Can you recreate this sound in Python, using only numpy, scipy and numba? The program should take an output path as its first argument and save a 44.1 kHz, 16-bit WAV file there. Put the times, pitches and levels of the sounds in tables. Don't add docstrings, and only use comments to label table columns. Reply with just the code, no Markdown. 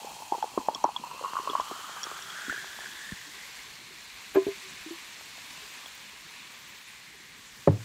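import sys
import numpy as np
from scipy import signal
from scipy.io import wavfile
from numba import njit

SR = 44100
rng = np.random.default_rng(int(sys.argv[2]) if len(sys.argv) > 2 else 0)


def master(y):
    cut = np.clip(np.atleast_2d(y).T, -1, 1)
    pcm = np.round(cut * 32767)
    wavfile.write(sys.argv[1], SR, pcm.astype(np.int16))


def volts_from_decibels(level):
    exponent = np.asarray(level, float) / 20
    return 10 ** exponent


N = 345744


def rms_one(x):
    return x / np.sqrt(np.mean(x ** 2) + 1e-20)


def in_time(rows):
    s, *columns = np.transpose(rows)
    return [np.interp(np.arange(N) / SR, s, c) for c in columns]


def high_pass(x, hz, order=2):
    return signal.sosfilt(signal.butter(order, hz, "high", fs=SR, output="sos"), x)


def band_pass(x, low_hz, high_hz):
    return signal.sosfilt(signal.butter(2, [low_hz, high_hz], "band", fs=SR, output="sos"), x)


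def drift(rate):
    r = np.exp(-80 * np.pi * rate / SR)
    slow = signal.lfilter([1], [1, -2 * r, r * r], rng.standard_normal(N // 40 + 2002))[2000:]
    return np.interp(np.arange(N) / 40, np.arange(len(slow)), rms_one(slow))


def pops(per_s, spread_db):
    sizes = volts_from_decibels(spread_db * np.minimum(rng.exponential(1, N), 5)) * rng.choice([-1, 1], N)
    return rms_one(sizes * (rng.random(N) < per_s / SR))


def coloured(sources, spectrum, flicker_db, body_db=0):
    hz, db = np.transpose(spectrum)
    bands = round(3 * np.log2(hz[-1] / hz[0]))
    edges = np.geomspace(hz[0], min(hz[-1], 0.45 * SR), bands + 1)
    out, power, together = 0, 0, drift(2.8)
    for k, (low, high) in enumerate(zip(edges, edges[1:])):
        centre = np.sqrt(low * high)
        level_db = np.interp(np.log(centre), np.log(hz), db)
        flicker = flicker_db * (0.28 * together + drift(25.0))
        band = band_pass(sources[k % 2], low, high) * volts_from_decibels(level_db + flicker)
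        power += np.mean(band ** 2)
        out = out + band * volts_from_decibels(body_db / (1 + (centre / 4200) ** 4))
    return out / np.sqrt(power)


@njit
def moving_peak(x, hz, width, sr):
    y = np.zeros(len(x))
    for i in range(2, len(x)):
        r = np.exp(-np.pi * width[i] / sr)
        drive = (1 - r * r) / 2 * (x[i] - x[i - 2])
        y[i] = drive + 2 * r * np.cos(2 * np.pi * hz[i] / sr) * y[i - 1] - r * r * y[i - 2]
    return y


def twice(x, hz, width):
    width = width + 0 * hz
    once = moving_peak(x, hz, width, SR)
    return rms_one(moving_peak(once, hz, width, SR) / np.sqrt(width))


def add(out, s, db, hz, t60, rise, glide=0.):
    i = round(s * SR)
    t = np.arange(min(N - i, round(1.3 * t60 * SR + rise * SR))) / SR
    swell = np.sin(np.pi / 2 * np.minimum(t / rise, 1)) ** 2
    decay = volts_from_decibels(-60 * np.maximum(t - rise, 0) / t60)
    tone = np.sin(2 * np.pi * hz * (t + glide * t * t / t60 / 2))
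    out[i:i + len(t)] += volts_from_decibels(db) * swell * decay * tone


def bubbles(count, t0, t1, low_hz, high_hz, cycles, db):
    out = np.zeros(N)
    for when, size, luck in rng.random((count, 3)):
        hz = low_hz * (high_hz / low_hz) ** size
        s = t0 + (t1 - t0) * when
        add(out, s, db - 12 * luck, hz, cycles / hz, rise=cycles / hz / 5, glide=0.109)
    return out


def puff(s, db, low_hz, high_hz, t60):
    since = np.arange(N) / SR - s
    opening = np.clip(since / 0.0046, 0, 1)
    gate = (since > 0) * volts_from_decibels(db - 60 * np.maximum(since, 0) / t60) * opening
    return gate * rms_one(band_pass(rng.standard_normal(N), low_hz, high_hz))


# f/Hz, level/dB [per Hz]
ROOM_TONE = [(15, -67), (25, -49), (49, 0.5), (91, -9), (108, -1), (240, 0.5), (330, -6), (411, -4),
             (712, -37), (800, -46.5), (1040, -68), (1760, -120)]


def room():
    return volts_from_decibels(-62) * coloured(rng.standard_normal((2, N)), ROOM_TONE, flicker_db=4.0)


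# t/s, level/dB [peak], f/Hz
JOLTS = [
    (0.575, -50, 60),
    (0.841, -64, 70),
    (1.599, -56, 70),
    (2.488, -45.5, 70),
    (3.118, -38, 74),
    (4.352, -46, 70.5),
    (4.47, -45, 70.6),
]


def jolts():
    out = np.zeros(N)
    for s, db, hz in JOLTS:
        add(out, s, db, hz, 0.36 / hz, rise=1.29 / hz)
    return out


def pockets():
    per_s, t60_s = 9.0, 0.13
    out = np.zeros(N)
    for hz in np.geomspace(7500, 15000, 9):
        tears = np.abs(pops(per_s, spread_db=1.5))
        gate = signal.lfilter([1], [1, -volts_from_decibels(-60 / (t60_s * SR))], tears)
        gate = signal.lfilter([0.01], [1, -0.99], gate)
        out += band_pass(gate * rng.standard_normal(N), hz * 0.965, hz * 1.035)
    return volts_from_decibels(-23) * rms_one(out)


# t/s, level/dB
FOAM = [(0, -47.5), (.37, -48.5), (.83, -51.5), (1.44, -47.5), (2.49, -46), (2.86, -47.5), (3.6, -49.5),
        (3.82, -52.5), (4.34, -51), (4.63, -49), (5.31, -51), (5.57, -49), (6.11, -52.5), (6.79, -53),
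        (7.23, -55.5), (7.84, -51)]
# f/Hz, level/dB [per Hz]
FOAM_COLOUR = [(290, -13.5), (500, -12), (640, -10), (987, -5), (1230, 5.5), (1340, -6.5), (1460, -5),
               (1790, 0), (2490, -4.5), (2720, -2), (4020, -4.5), (5450, -8.5), (6970, -8.5),
               (10200, -19.5), (15900, -19)]


def foam():
    empty_hz, empty_db, db_per_octave = 810, -12, 7
    body_db = empty_db + db_per_octave * np.log2(in_time(FILL)[0] / empty_hz)
    bursts = [rng.standard_normal(N) + 0.53 * pops(2500, spread_db=4.5) for _ in range(2)]
    hiss = coloured(bursts, FOAM_COLOUR, flicker_db=0.92, body_db=body_db)
    pinpricks = bubbles(count=320, t0=0, t1=8.1, low_hz=7370, high_hz=15960, cycles=220, db=-19)
    crackle = volts_from_decibels(-30) * high_pass(pops(150, spread_db=3.), 9000)
    drying = volts_from_decibels(np.interp(np.arange(N) / SR, [2.5, 5.], [0, 4.5]))
    return volts_from_decibels(in_time(FOAM)[0] + 5.5) * (hiss + pinpricks + drying * (crackle + pockets()))


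# t/s, low ring level/dB [peak], high ring level/dB, high ring f/Hz
TICKS = [(.3202, -45, -54, 5050), (.4239, -39, -49, 5550), (0.7473, -26.5, -28.5, 5510),
         (0.84, -46, -30, 5840), (.963, -22, -55, 5640), (1.497, -27.5, -47, 5800),
         (1.5116, -38, -40, 5210), (1.6066, -41, -40, 5400), (2.0315, -41, -26, 5620),
         (2.0383, -30, -28, 5600), (2.223, -41, -35.5, 5600), (2.302, -35, -50, 5540),
         (5.8586, -34.5, -53, 5670)]
GLASS_HZ = (3346, 4550, 6800)
GLASS_T60_S = (0.027, 0.013, 0.0082)


def ticks():
    out = np.zeros(N)
    for s, low_db, high_db, high_hz in TICKS:
        add(out, s, low_db, GLASS_HZ[0], GLASS_T60_S[0], rise=0.0014)
        add(out, s, high_db - 11.5, GLASS_HZ[1], GLASS_T60_S[1], rise=0.0014)
        add(out, s, high_db + 2.0, high_hz, 0.013, rise=0.0013)
        add(out, s, high_db - 6.5, GLASS_HZ[2], GLASS_T60_S[2], rise=0.0011)
    return out


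# t/s, level/dB [peak], hollow f/Hz, overtones level/dB, swell/s
GLUGS = [(3.249, -53.5, 297, -17, 0.035), (4.346, -32.5, 390, 2, 0.0048), (4.3557, -17, 385, -0.5, 0.0031),
         (4.3575, -24.5, 301, -4, 0.014), (4.366, -15, 382, -19, 0.008), (4.3763, -17.5, 384, -19, 0.013),
         (4.465, -32, 291, -19, 0.0012), (4.466, -22, 391.7, -11.5, .0019), (4.478, -25, 392, -25, 0.012),
         (4.62, -49, 378, -42, 0.043), (4.859, -34, 317, -30, 0.0063), (4.905, -29.5, 335, -16, 0.0068),
         (5.621, -53, 416, -12, 0.014)]
# f/Hz, level/dB, t60/s, delay/s
CAN_WALL = [(612, -9, 0.1, .001), (668, -11, 0.15, 0.00384), (830, -13, 0.04, 0.00294),
            (1024, -17, 0.16, .016), (1650, -15.5, 0.028, 0.00399), (2400, -19, 0.017, 0.00197)]
# t/s, level/dB, f/Hz, half length/s
SQUEAKS = [
    (4.349, -46.5, 13100, 0.0082),
    (5.951, -46, 15700, .003),
]


def can():
    gush_s = GLUGS[1][0]
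    out = puff(gush_s, -34.5, 300, 1600, t60=0.22) + puff(gush_s, -42, 1600, 3100, t60=0.08)
    chance = rng.normal(0, 1.5, (len(GLUGS), len(CAN_WALL)))
    for (s, db, hz, over_db, rise), luck in zip(GLUGS, chance):
        add(out, s, db, hz, 0.1 + 1.6 * rise, rise, glide=0.0063)
        for (wall_hz, wall_db, wall_t60, late), more_db in zip(CAN_WALL, luck):
            add(out, s + late, db + over_db + wall_db + more_db, wall_hz, wall_t60, rise)
    out *= volts_from_decibels(1.5 * drift(30))
    for s, db, hz, half in SQUEAKS:
        rub = twice(rng.standard_normal(N), np.full(N, hz * 1.), 1890)
        out += volts_from_decibels(db) * np.exp(-((np.arange(N) / SR - s) / half) ** 2) * rub
    return out


# t/s, level/dB, dulling/dB [per octave above 150 Hz]
SET_DOWN = [
    (7.6729, -18, 3),
    (7.6752, -1, 0.5),
    (7.6808, -13, -2),
    (7.685, -12.5, 6),
    (7.706, -22, 9),
]
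# f/Hz, level/dB, t60/s
TABLE = [(102, 0.5, 0.2), (116.4, -13, 0.47), (145, 6.5, 0.11), (186, -8, 0.18), (291, -3.5, 0.16),
         (350, -11.5, 0.15), (420, 3, 0.043), (453, -11, 0.13), (558, 6.5, 0.041), (851, -3.5, 0.04),
         (990, -7.5, 0.045), (1426, -23, 0.039), (1750, -12.5, 0.02), (2630, -30, 0.017)]


def set_down():
    touch_s = SET_DOWN[0][0]
    out = puff(touch_s, -22, 110, 540, t60=0.24) + puff(touch_s, -46, 900, 2800, t60=0.053)
    chance = rng.normal(0, 1.5, (len(SET_DOWN), len(TABLE)))
    for (s, db, dull_db), luck in zip(SET_DOWN, chance):
        for (hz, mode_db, t60), more_db in zip(TABLE, luck):
            late = (hz < 200) * 0.5 / hz
            loss_db = 9.5 + dull_db * np.clip(np.log2(hz / 150), 0, 2)
            add(out, s + late, db + mode_db + more_db - loss_db, hz, t60, rise=0.5 / hz)
    return out


def gurgle():
    t = np.arange(N) / SR
    hollow_hz = 385 - 45 * np.clip(t - 2.75, 0, 1) / 0.25
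    fade = np.clip(np.minimum(t - 2.05, 3.02 - t) / 0.06, 0, 1)
    hum = twice(rng.standard_normal(N), hollow_hz, 45) * fade
    fine = bubbles(count=260, t0=1.75, t1=2.9, low_hz=600, high_hz=1700, cycles=8.0, db=-45.5)
    return fine + volts_from_decibels(-66.0) * hum


# t/s, level/dB [peak], f/Hz
SMACKS = [(0.576, -17.5, 694), (.685, -18, 714), (0.8403, -23, 780), (1.113, -33, 1050), (1.226, -27, 900),
          (1.303, -39, 1050), (1.16, -38, 700), (1.334, -24, 1000), (1.712, -24, 756), (1.774, -48, 600),
          (1.894, -34, 700), (1.964, -35, 790), (2.032, -38, 750), (2.052, -39, 500), (2.069, -25.5, 1110),
          (2.114, -25.5, 1050), (2.388, -37, 765), (2.437, -41, 700), (2.525, -30.5, 660),
          (2.644, -30, 1000), (2.789, -29, 1000), (2.835, -35, 970), (5.21, -37, 810), (5.38, -39, 706),
          (5.86, -37.5, 750)]


def plops():
    out = bubbles(count=110, t0=0, t1=1.8, low_hz=327, high_hz=1000, cycles=4.8, db=-40.0)
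    for s, db, hz in SMACKS:
        add(out, s, db, hz, 4.6 / hz, rise=0.77 / hz)
    return high_pass(out, 150)


# t/s, level/dB
STREAM = [(0, -48.5), (.35, -49), (.71, -51.5), (1.5, -44.5), (1.75, -44.5), (2.2, -43.5), (2.36, -44),
          (2.53, -41.5), (2.69, -46.5), (3.1, -47), (3.25, -52.5), (3.5, -51.5), (3.75, -54.5),
          (4.2, -52.5), (4.65, -49.5), (5.2, -54), (6.5, -52.5), (7.84, -57.5)]
# t/s, lowest f/Hz, width/Hz
FILL = [(0, 810, 290), (.5, 893, 284), (1, 933, 314), (1.2, 1040, 334), (1.6, 1082, 373), (2, 1196, 620),
        (2.25, 1300, 845), (2.5, 1610, 400), (2.7, 1650, 396), (3.15, 1734, 400), (3.35, 2000, 450),
        (3.7, 2170, 897), (4.6, 2210, 1190), (6.4, 2320, 1250), (6.9, 2120, 1100), (7.84, 1820, 845)]
# t/s, f/Hz, width/Hz, level/dB [against the stream]
CROSS = [(0, 2530, 500, -8), (1.02, 2620, 500, -7.5), (1.07, 2670, 350, -4), (1.5, 2880, 453, -7),
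         (2, 3170, 450, -6), (2.3, 3270, 400, -7.5), (2.7, 3420, 450, -6.5), (3.2, 3400, 500, -7.5),
         (3.6, 3400, 640, -8), (7.84, 3390, 640, -8.5)]


def air_space():
    (low_hz, width), (stream_db,), t = in_time(FILL), in_time(STREAM), np.arange(N) / SR
    sputter = rng.standard_normal(N) + 0.6 * pops(1200, spread_db=3.)
    heave = 1 + 0.025 * drift(25)
    lowest = twice(sputter, low_hz * heave, width) * volts_from_decibels(1.0 * drift(18))
    cross_hz, cross_width, cross_db = in_time(CROSS)
    cross = volts_from_decibels(stream_db + cross_db) * twice(sputter, cross_hz * heave ** 0.63, cross_width)
    muffled = np.clip(np.minimum(t - 1.9, 3.5 - t) / 0.11, 0, 1)
    upper_db = -59 - 10 * muffled - 2.7 * np.maximum(t - 4.0, 0)
    upper = volts_from_decibels(upper_db) * twice(sputter, np.full(N, 4270.), 630)
    shoulder = volts_from_decibels(-58.5 - 6.4 * t) * twice(sputter, np.full(N, 3200.), 250)
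    kicks, landings = np.zeros(N), GULPS + SPLASHES
    kicks[[round(row[0] * SR) for row in landings]] = volts_from_decibels(np.array([row[1] for row in landings]) - 23)
    slosh = signal.lfilter([1], [1, -volts_from_decibels(-60 / (0.12 * SR))], kicks)
    sputter_db = 1.5 * drift(12)
    return (volts_from_decibels(stream_db + sputter_db) + slosh) * lowest + cross - upper - shoulder


# t/s, level/dB [peak], air ring f/Hz, bubble f/Hz, bubble level/dB
GULPS = [(.321, -15.5, 842, 360, -33), (.332, -24, 836, 604, -52), (.347, -26, 880, 486, -41),
         (.425, -17.5, 851, 1500, -42), (.44, -24, 856, 487, -39), (.575, -18, 1060, 382, -26),
         (0.684, -12, 857, 562, -27), (0.756, -30.5, 1080, 280, -48), (0.8409, -7, 843, 580, -25),
         (.849, -14.5, 1020, 326, -32), (.888, -25, 830, 533, -51), (.961, -22.5, 974, 237, -61),
         (1.036, -27, 954, 598, -54), (1.237, -27, 1100, 536, -43.5), (1.245, -21, 1080, 535, -47),
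         (1.257, -24, 1065, 390, -56), (1.353, -25, 1165, 604, -48), (1.366, -17.5, 1117, 1430, -40),
         (1.386, -26.5, 1080, 600, -47), (1.473, -21, 1064, 600, -37), (1.498, -27, 1140, 384, -36.5),
         (1.532, -23, 1100, 604, -41), (1.551, -12, 1057, 606, -36.5), (1.597, -16, 1030, 625, -35)]
# t/s, level/dB [peak], bubble f/Hz, bubble level/dB
SPLASHES = [(.045, -42, 473, -41), (0.068, -31, 450, -70), (.164, -40, 409, -63), (.22, -31, 256, -59),
            (0.38, -35, 380, -45), (0.601, -41, 256, -46), (.996, -46, 232, -48), (1.113, -33, 392, -58),
            (1.192, -34.5, 587, -63), (1.211, -38, 520, -40), (1.279, -31, 420, -63),
            (1.333, -41, 1600, -52), (1.396, -33, 375, -44), (1.574, -30, 598, -60), (1.663, -41, 509, -62),
            (1.715, -35, 350, -39), (1.841, -33, 290, -63), (2.067, -35, 350, -52),
            (2.114, -34, 400, -45.5), (2.385, -39, 320, -61), (2.481, -45, 257, -40.5),
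            (2.495, -22.5, 250, -44), (2.526, -29, 305, -54), (2.56, -30, 229, -62),
            (2.577, -29.5, 368, -53), (2.857, -32, 382, -57), (2.99, -41, 330, -64),
            (3.089, -35.5, 500, -66), (3.12, -37, 182, -37)]
# t/s, level/dB [peak], air ring f/Hz, bubble f/Hz, bubble level/dB
REBOUNDS = [(.340, -27, 950, 300, -61), (.355, -36, 940, 450, -50), (.452, -35, 940, 400, -51),
            (.476, -38, 870, 300, -65), (.583, -37, 890, 280, -34.5), (.598, -36, 970, 380, -52),
            (.604, -38, 1000, 350, -54), (0.611, -40, 990, 450, -51), (.660, -44, 980, 300, -65),
            (.672, -44, 950, 300, -65), (0.692, -25, 894, 350, -48), (.699, -28, 870, 280, -47),
            (.712, -40, 1070, 600, -44), (.748, -35.5, 700, 500, -48), (.784, -40, 1050, 250, -60),
            (.857, -23, 954, 330, -54), (.865, -28, 946, 500, -58), (.877, -31, 937, 350, -48),
            (.893, -35, 1000, 500, -60), (.904, -38, 950, 500, -64), (1.131, -35, 974, 450, -56),
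            (1.266, -31, 1050, 400, -62), (1.375, -36, 1150, 500, -62), (1.401, -37, 1090, 380, -57),
            (1.456, -41, 1100, 400, -56), (1.483, -30, 1100, 500, -54), (1.491, -30, 1170, 382, -46),
            (1.505, -29, 1040, 377, -47), (1.515, -34, 1110, 300, -47), (1.563, -30, 1080, 300, -60),
            (1.586, -37, 1000, 246, -49), (1.609, -38, 1090, 280, -55), (1.624, -40, 1110, 400, -66),
            (1.698, -32, 1080, 298, -63), (2.168, -37, 1310, 600, -65), (2.36, -32, 1540, 400, -65),
            (2.412, -36, 1600, 400, -68), (2.508, -30, 1750, 250, -53), (2.517, -30, 1700, 400, -62),
            (2.541, -34, 1650, 400, -56)]


def gulps():
    out, light = np.zeros(N), []
    fill_s, fill_hz = np.transpose(FILL)[:2]
    for s, db, bubble_hz, bubble_db in SPLASHES:
        hz = np.interp(s, fill_s, fill_hz) * (1 + 0.05 * rng.standard_normal())
        light.append((s, db, hz, bubble_hz, bubble_db))
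    for s, db, hz, bubble_hz, bubble_db in GULPS + light + REBOUNDS:
        t60 = 0.034 * volts_from_decibels(-0.37 * abs(db + 31))
        add(out, s, db, hz, t60, rise=0.0032, glide=0.021)
        add(out, s, bubble_db + 9.5, bubble_hz, 8.9 / bubble_hz, rise=0.0019, glide=0.043)
    return high_pass(out, 150)


def scene():
    knocks = high_pass(plops() + can() + set_down(), 80, order=4)
    pour = foam() + air_space() + gulps() + gurgle()
    return (pour + ticks() + knocks + jolts() + room())[None]


def low_pass(x):
    return signal.sosfilt(signal.butter(12, 15800, fs=SR, output="sos"), x)


def record(dry):
    over_db = np.maximum(20 * np.log10(np.abs(dry[0]) + 1e-9) + 12, 0) * 0.5
    slope = 30 * np.arange(N) / SR
    duck_db = np.maximum.accumulate(over_db + slope) - slope
    duck_db = signal.lfilter([0.004], [1, -0.996], duck_db)
    capsule = signal.butter(2, 15000, fs=SR, output="sos")
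    rounded = np.tanh(signal.sosfilt(capsule, dry) * volts_from_decibels(-duck_db))
    top_cut = signal.ellip(10, 0.3, 55, 15740, fs=SR, output="sos")
    return low_pass(signal.sosfilt(top_cut, rounded))


dry = scene()
out = record(dry)
master(out)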